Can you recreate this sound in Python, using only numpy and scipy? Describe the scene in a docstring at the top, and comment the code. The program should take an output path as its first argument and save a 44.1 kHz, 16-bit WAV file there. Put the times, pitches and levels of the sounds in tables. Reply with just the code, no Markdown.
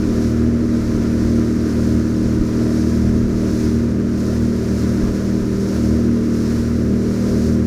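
"""A jet ski's exhaust drones over open sea, heard from the rider's seat.
Its periodic pulses form a harmonic series, and the gas burbles through the water and drums the hull.
Spray hisses up whenever the bow digs into a wave, and the exhaust throbs as the stern follows.
Turbulent wind buffets the microphone, and once the hull lands hard with a damped double thump."""
import sys
import numpy as np
from scipy import signal
from scipy.fft import rfft, irfft
from scipy.io import wavfile

SR = 44100
rng = np.random.default_rng(int(sys.argv[2]) if len(sys.argv) > 2 else 0)


def unload_audio(sound):
    """Save the sound as a 16-bit wav file, at the path given as the first command line argument."""
    columns = np.transpose(np.atleast_2d(sound))
    # keep every value between -1 and 1, then stretch to whole-number steps
    steps = np.round(np.clip(columns, -1, 1) * 32767)
    wavfile.write(sys.argv[1], SR, steps.astype(np.int16))


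N = 337806
TIME = np.arange(N) / SR

# waves met by the hull: (t/s, half-width/s, bow drive/dB, throb drive/dB, throb delay/s)
SEA_WAVES = [(0.145, 0.21, 7, 6, 0.27), (0.837, .15, 4.5, 1.1, 0), (1.27, 0.24, 6, 4.5, 0.01),
             (1.843, .19, 7, 5.5, 0.068), (2.244, 0.094, 3, 5, 0.043), (2.78, 0.32, 7.5, 5.4, .26),
             (3.597, 0.17, 8, 5.5, .18), (4.304, .12, 6, 4, 0.092), (4.823, 0.24, 7.7, 3.5, 0.023),
             (5.28, 0.15, 4, 1.4, 0), (5.767, 0.2, 8, 5.8, 0.16), (6.504, 0.21, 7.5, 5, 0.22),
             (7.296, 0.23, 8, 4.5, 0.28)]
# cycle rate of the engine, the fundamental of the series: (t/s, f/Hz)
CYCLE_RATE = [(0, 38.95), (.25, 39.02), (.67, 39.37), (.95, 38.85), (1.9, 39), (2.25, 39), (2.65, 39.09),
              (3.15, 39.29), (3.6, 38.77), (3.95, 39.15), (4.3, 39.2), (4.65, 38.89), (5, 39.2),
              (6.1, 39.25), (6.35, 38.64), (6.95, 39.4), (7.35, 39.36), (7.66, 39.17)]
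# the three leading harmonics: drone, firing note before the throb, bright overtone: (t/s, level/dB)
DRONE_LEVEL = [(0, -23.5), (.45, -28.5), (1.2, -24.5), (1.6, -27.5), (1.8, -23), (2.78, -26), (3.01, -21),
               (3.85, -27), (3.99, -22), (4.4, -23.5), (5.2, -22), (6.2, -23), (6.7, -28), (6.92, -20.5),
               (7.66, -21.5)]
FIRING_LEVEL = [(0, -21.5), (.53, -20), (.75, -19), (.85, -23), (1.29, -21.5), (3.59, -23.5), (3.83, -21),
                (4.26, -25.5), (4.47, -21.5), (4.78, -27), (5.04, -21), (5.22, -29), (5.34, -23.5),
                (5.71, -30), (5.81, -22.5), (6.16, -18.5), (6.54, -23), (7.66, -22.5)]
OVERTONE_LEVEL = [(0, -27), (2.58, -23.5), (3.34, -28), (3.63, -24), (3.85, -32), (5.5, -27), (5.61, -38),
                  (5.76, -25), (6.5, -28), (6.7, -39), (7.66, -27)]
DRONE_ORDER, FIRING_ORDER, OVERTONE_ORDER = 5, 6, 8
# weaker harmonics: (harmonic number, initial level/dB, final level/dB, share of the throb)
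WEAK_HARMONICS = [(2, -29.5, -30, 1.3), (3, -27, -27, 0.64), (4, -36.5, -36.5, 0.038), (7, -31, -34, -3),
                  (9, -34.5, -34.8, 0.53), (10, -31.5, -31, -0.3), (11, -39.5, -35, -0.98),
                  (13, -43.5, -41, 0.11), (14, -48, -46, .2), (15, -48, -56, -0.19), (16, -52, -51.5, 0.33),
                  (18, -55, -60, .2)]
# spectra of the drumming hull and the rasping outlet: (f/Hz, relative level/dB)
BURBLE_SPECTRUM = [(60, -3.5), (110, -7), (170, -3.5), (240, -1), (295, 2.5), (370, -4.5), (460, -12.5),
                   (600, -29)]
RASP_SPECTRUM = [(300, -7), (440, 1), (520, -2.5), (640, -2.5), (720, -9.5), (800, -27), (1000, -47)]
# brief extra surges of spray and wash: (t/s, wash gain/dB, spray and mist gain/dB, half-width/s)
SPRAY_SURGES = [(.26, .3, 1.8, .04), (1.072, 1, -0.5, 0.053), (1.68, 0.5, -0.5, 0.065), (3.66, 1, 1, .04),
                (4.21, 0, 2, .035), (5.038, 2.5, 0, .05), (6.56, 1.5, 0.5, 0.05), (7.47, 1, 2, .04)]
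# spectra of bubbles, drops and fine mist: (f/Hz, relative level/dB)
WASH_SPECTRUM = [(300, -31), (650, -7.5), (790, -11.5), (880, -4.5), (1000, 0), (1400, 0), (1700, -3),
                 (2100, -7), (3000, -16), (4500, -23.5), (9000, -50)]
SPRAY_SPECTRUM = [(1500, -11.5), (3200, -11), (4100, -4), (5000, -1.5), (5600, 0), (6800, -4.5),
                  (8000, -12), (11000, -18.5), (15500, -38)]
MIST_SPECTRUM = [(4000, -6), (7000, -1), (8500, -2.5), (10300, -1), (11800, -4), (15500, -5)]
# rumble of the airflow at the microphone: (t/s, level/dB)
RUMBLE_LEVEL = [(0, -34), (.95, -32), (1.8, -37), (2.8, -39), (3.15, -28), (3.8, -37), (4.8, -37.5),
                (5.35, -35), (5.8, -40), (7.66, -38)]
# buffets of wind: (t/s, level/dB, half-width/s)
WIND_BUFFETS = [(2.25, -24, 0.02), (2.418, -21, .022), (3.048, -26, .025), (3.254, -23, .035),
                (5.05, -20, .022), (6.6, -25, 0.016)]
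# spectra of the rumble and the buffets: (f/Hz, relative level/dB)
RUMBLE_SPECTRUM = [(8, -22), (20, 1), (36, 1.5), (60, -1), (100, -7), (200, -25), (500, -49)]
BUFFET_SPECTRUM = [(15, -8), (35, 1), (70, -4), (130, -8), (220, -14), (330, -13), (600, -35)]
# impacts of the hull on the water: (t/s, initial envelope level/dB)
HULL_IMPACTS = [(5.033, -11), (5.084, -14)]


def undb(db):
    """Amplitude ratio of a level: 20 dB is a factor of ten."""
    return 10 ** (np.asarray(db) / 20)


def unit(x):
    """Normalisation to rms 1."""
    return x / np.sqrt(np.mean(x ** 2))


def curves(table):
    """Linear interpolation of each column to one value per sample."""
    times, *columns = np.transpose(table)
    return [np.interp(TIME, times, column) for column in columns]


def swell(t, half_width):
    """Gaussian envelope of height 1 at time t; the half-width is its standard deviation."""
    return np.exp(-.5 * ((TIME - t) / half_width) ** 2)


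def colour(x, spectrum):
    """Spectral shaping, with a further 12 dB per octave of roll-off beyond both ends; rms 1."""
    hz, db = np.transpose(spectrum)
    f = np.maximum(np.arange(N // 2 + 1) * SR / N, 1)
    skirts = np.minimum(f / hz[0], 1) ** 2 * np.minimum(hz[-1] / f, 1) ** 2
    gain = undb(np.interp(np.log(f), np.log(hz), db))
    return unit(irfft(rfft(x) * skirts * gain, N))


def noise():
    """Gaussian white noise."""
    return rng.standard_normal(N)


def walk(rate):
    """Low-passed noise: a smooth fluctuation that changes about rate times a second; rms 1."""
    f = np.arange(N // 2 + 1) * SR / N
    return unit(irfft(rfft(noise()) / (1 + (2 * f / rate) ** 4), N))


def drops(per_s, spread_db):
    """Shot noise: independent impulses, many small and a few large; rms 1."""
    hits = rng.random(N) < per_s / SR
    return unit(hits * noise() * undb(spread_db * np.minimum(rng.exponential(size=N), 4)))


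def wave_drive(stern_width_ratio=0.69):
    """Amplitude modulation by the waves, in dB: the bow throws spray, then the stern brings a throb."""
    bow_db = sum(db * swell(t, width) for t, width, db, _, _ in SEA_WAVES)
    throb_db = sum(db * swell(t + delay, stern_width_ratio * width)
                   for t, width, _, db, delay in SEA_WAVES)
    return bow_db, throb_db


def pipe_lag(k, cycle_hz, box_hz=285, box_width_hz=30):
    """Phase lag: higher harmonics leave the pipe later, and the exhaust box's resonance adds a turn."""
    dispersion = 2 * np.pi * k * k / 5
    resonance = 2 * np.arctan(2 * (k * cycle_hz - box_hz) / box_width_hz)
    return dispersion + resonance


def harmonic(k, cycle_hz, db, sway_rad=0.22, flutter_db=0.92):
    """Harmonic k of the engine cycle, modulated in phase and level by water lapping over the outlet."""
    phase = 2 * np.pi * k * np.cumsum(cycle_hz) / SR - pipe_lag(k, cycle_hz)
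    sway = sway_rad * k / FIRING_ORDER * walk(6.0)
    return undb(db + flutter_db * walk(19.4)) * np.sqrt(2) * np.sin(phase + sway)


def exhaust(cycle_hz, throb_db, rasp_db, lead_sway_db=.5, sway_db=1.67, full_sway_hz=330):
    """Periodic gas pulses give a harmonic series; three lines lead, and the throb shifts the balance."""
    drone_db, = curves(DRONE_LEVEL)
    firing_db, = curves(FIRING_LEVEL)
    overtone_db, = curves(OVERTONE_LEVEL)
    leads = [(DRONE_ORDER, drone_db),
             (FIRING_ORDER, firing_db + 0.64 * throb_db),
             (OVERTONE_ORDER, overtone_db)]
    tone = sum(harmonic(k, cycle_hz, db + lead_sway_db * walk(9.6)) for k, db in leads)
    for k, start_db, end_db, share in WEAK_HARMONICS:
        # the higher harmonics waver most and rise with the rasp
        height = min(k * cycle_hz.mean() / full_sway_hz, 1)
        waver_db = height * (sway_db * walk(6.7) + .4 * (rasp_db - rasp_db.mean()))
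        level_db = np.linspace(start_db, end_db, N) + share * throb_db + waver_db
        tone += harmonic(k, cycle_hz, level_db)
    return tone


def rasp_level(cycle_hz, bow_db, throb_db, calm_db=-39.4, db_per_hz=2.5, waver_db=1.07):
    """Flow noise at the outlet grows with engine speed and the load of a wave; its level in dB."""
    speed_db = db_per_hz * (cycle_hz - cycle_hz.mean())
    load_db = 0.52 * bow_db + 0.2 * throb_db
    return calm_db + speed_db + load_db + waver_db * walk(10.4)


def burble(cycle_hz, rasp_db, drumming_db=-25.5, pulse_depth=0.22):
    """Forced vibration: gulps of gas, swelling once a cycle, drum the hull and rasp at the outlet."""
    puff = 1 + pulse_depth * np.cos(2 * np.pi * np.cumsum(cycle_hz) / SR)
    drumming = colour(drops(4000, 1.07) * puff, BURBLE_SPECTRUM) * undb(drumming_db)
    rasp = colour(drops(6000, 0.64) * puff, RASP_SPECTRUM) * undb(rasp_db)
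    return drumming + rasp


def water(bow_db, calm_wash_db=-41.7, calm_spray_db=-49.0, calm_mist_db=-57.9):
    """Bubbles, drops and mist add incoherently into bands of noise that rise as the bow digs in."""
    from_middle_s = TIME - TIME.mean()
    surge_db = 0.44 * walk(35) + sum(db * swell(t, width) for t, _, db, width in SPRAY_SURGES)
    churn_db = 0.38 * walk(25) + sum(db * swell(t, width) for t, db, _, width in SPRAY_SURGES)
    wash_db = calm_wash_db + 0.34 * bow_db - .18 * from_middle_s + churn_db
    spray_db = calm_spray_db + 1.03 * bow_db + surge_db
    mist_db = calm_mist_db + 1.09 * bow_db + 0.16 * from_middle_s + surge_db
    wash = colour(drops(16000, 0.82), WASH_SPECTRUM) * undb(wash_db)
    spray = colour(drops(32000, 0.98), SPRAY_SPECTRUM) * undb(spray_db)
    mist = colour(noise() + .35 * drops(5000, 3), MIST_SPECTRUM) * undb(mist_db)
    return wash + spray + mist


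def wind(gust_db=3.0):
    """Turbulent pressure on the microphone: eddies rumble, and short buffets reach higher frequencies."""
    rumble_db, = curves(RUMBLE_LEVEL)
    rumble = colour(noise(), RUMBLE_SPECTRUM) * undb(rumble_db + gust_db * walk(11))
    buffet_envelope = sum(undb(db) * swell(t, width) for t, db, width in WIND_BUFFETS)
    return rumble + colour(noise(), BUFFET_SPECTRUM) * buffet_envelope


def hull_thumps(mode_hz=46, decay_s=0.019):
    """Damped free vibration: each impact sets the hull booming for a cycle or two."""
    boom = np.zeros(N)
    for t, db in HULL_IMPACTS:
        age = np.maximum(TIME - t, 0)
        boom += undb(db) * np.exp(-age / decay_s) * np.sin(2 * np.pi * mode_hz * age)
    return boom


def scene():
    """Superposition in a free field: engine, water, wind and hull, with nothing near to echo."""
    cycle_hz, = curves(CYCLE_RATE)
    bow_db, throb_db = wave_drive()
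    rasp_db = rasp_level(cycle_hz, bow_db, throb_db)
    engine = exhaust(cycle_hz, throb_db, rasp_db) + burble(cycle_hz, rasp_db)
    return (engine + water(bow_db) + wind() + hull_thumps())[None]


def record(dry, notch_hz=1100, notch_width_hz=56, cutoff_hz=15550):
    """Frequency response of the microphone: a narrow midrange notch and a steep treble cutoff."""
    notch = signal.iirnotch(notch_hz, notch_hz / notch_width_hz, fs=SR)
    low_pass = signal.ellip(12, .1, 80, cutoff_hz, fs=SR, output="sos")
    return signal.sosfilt(low_pass, signal.lfilter(*notch, dry))


dry = scene()
out = record(dry)
unload_audio(out)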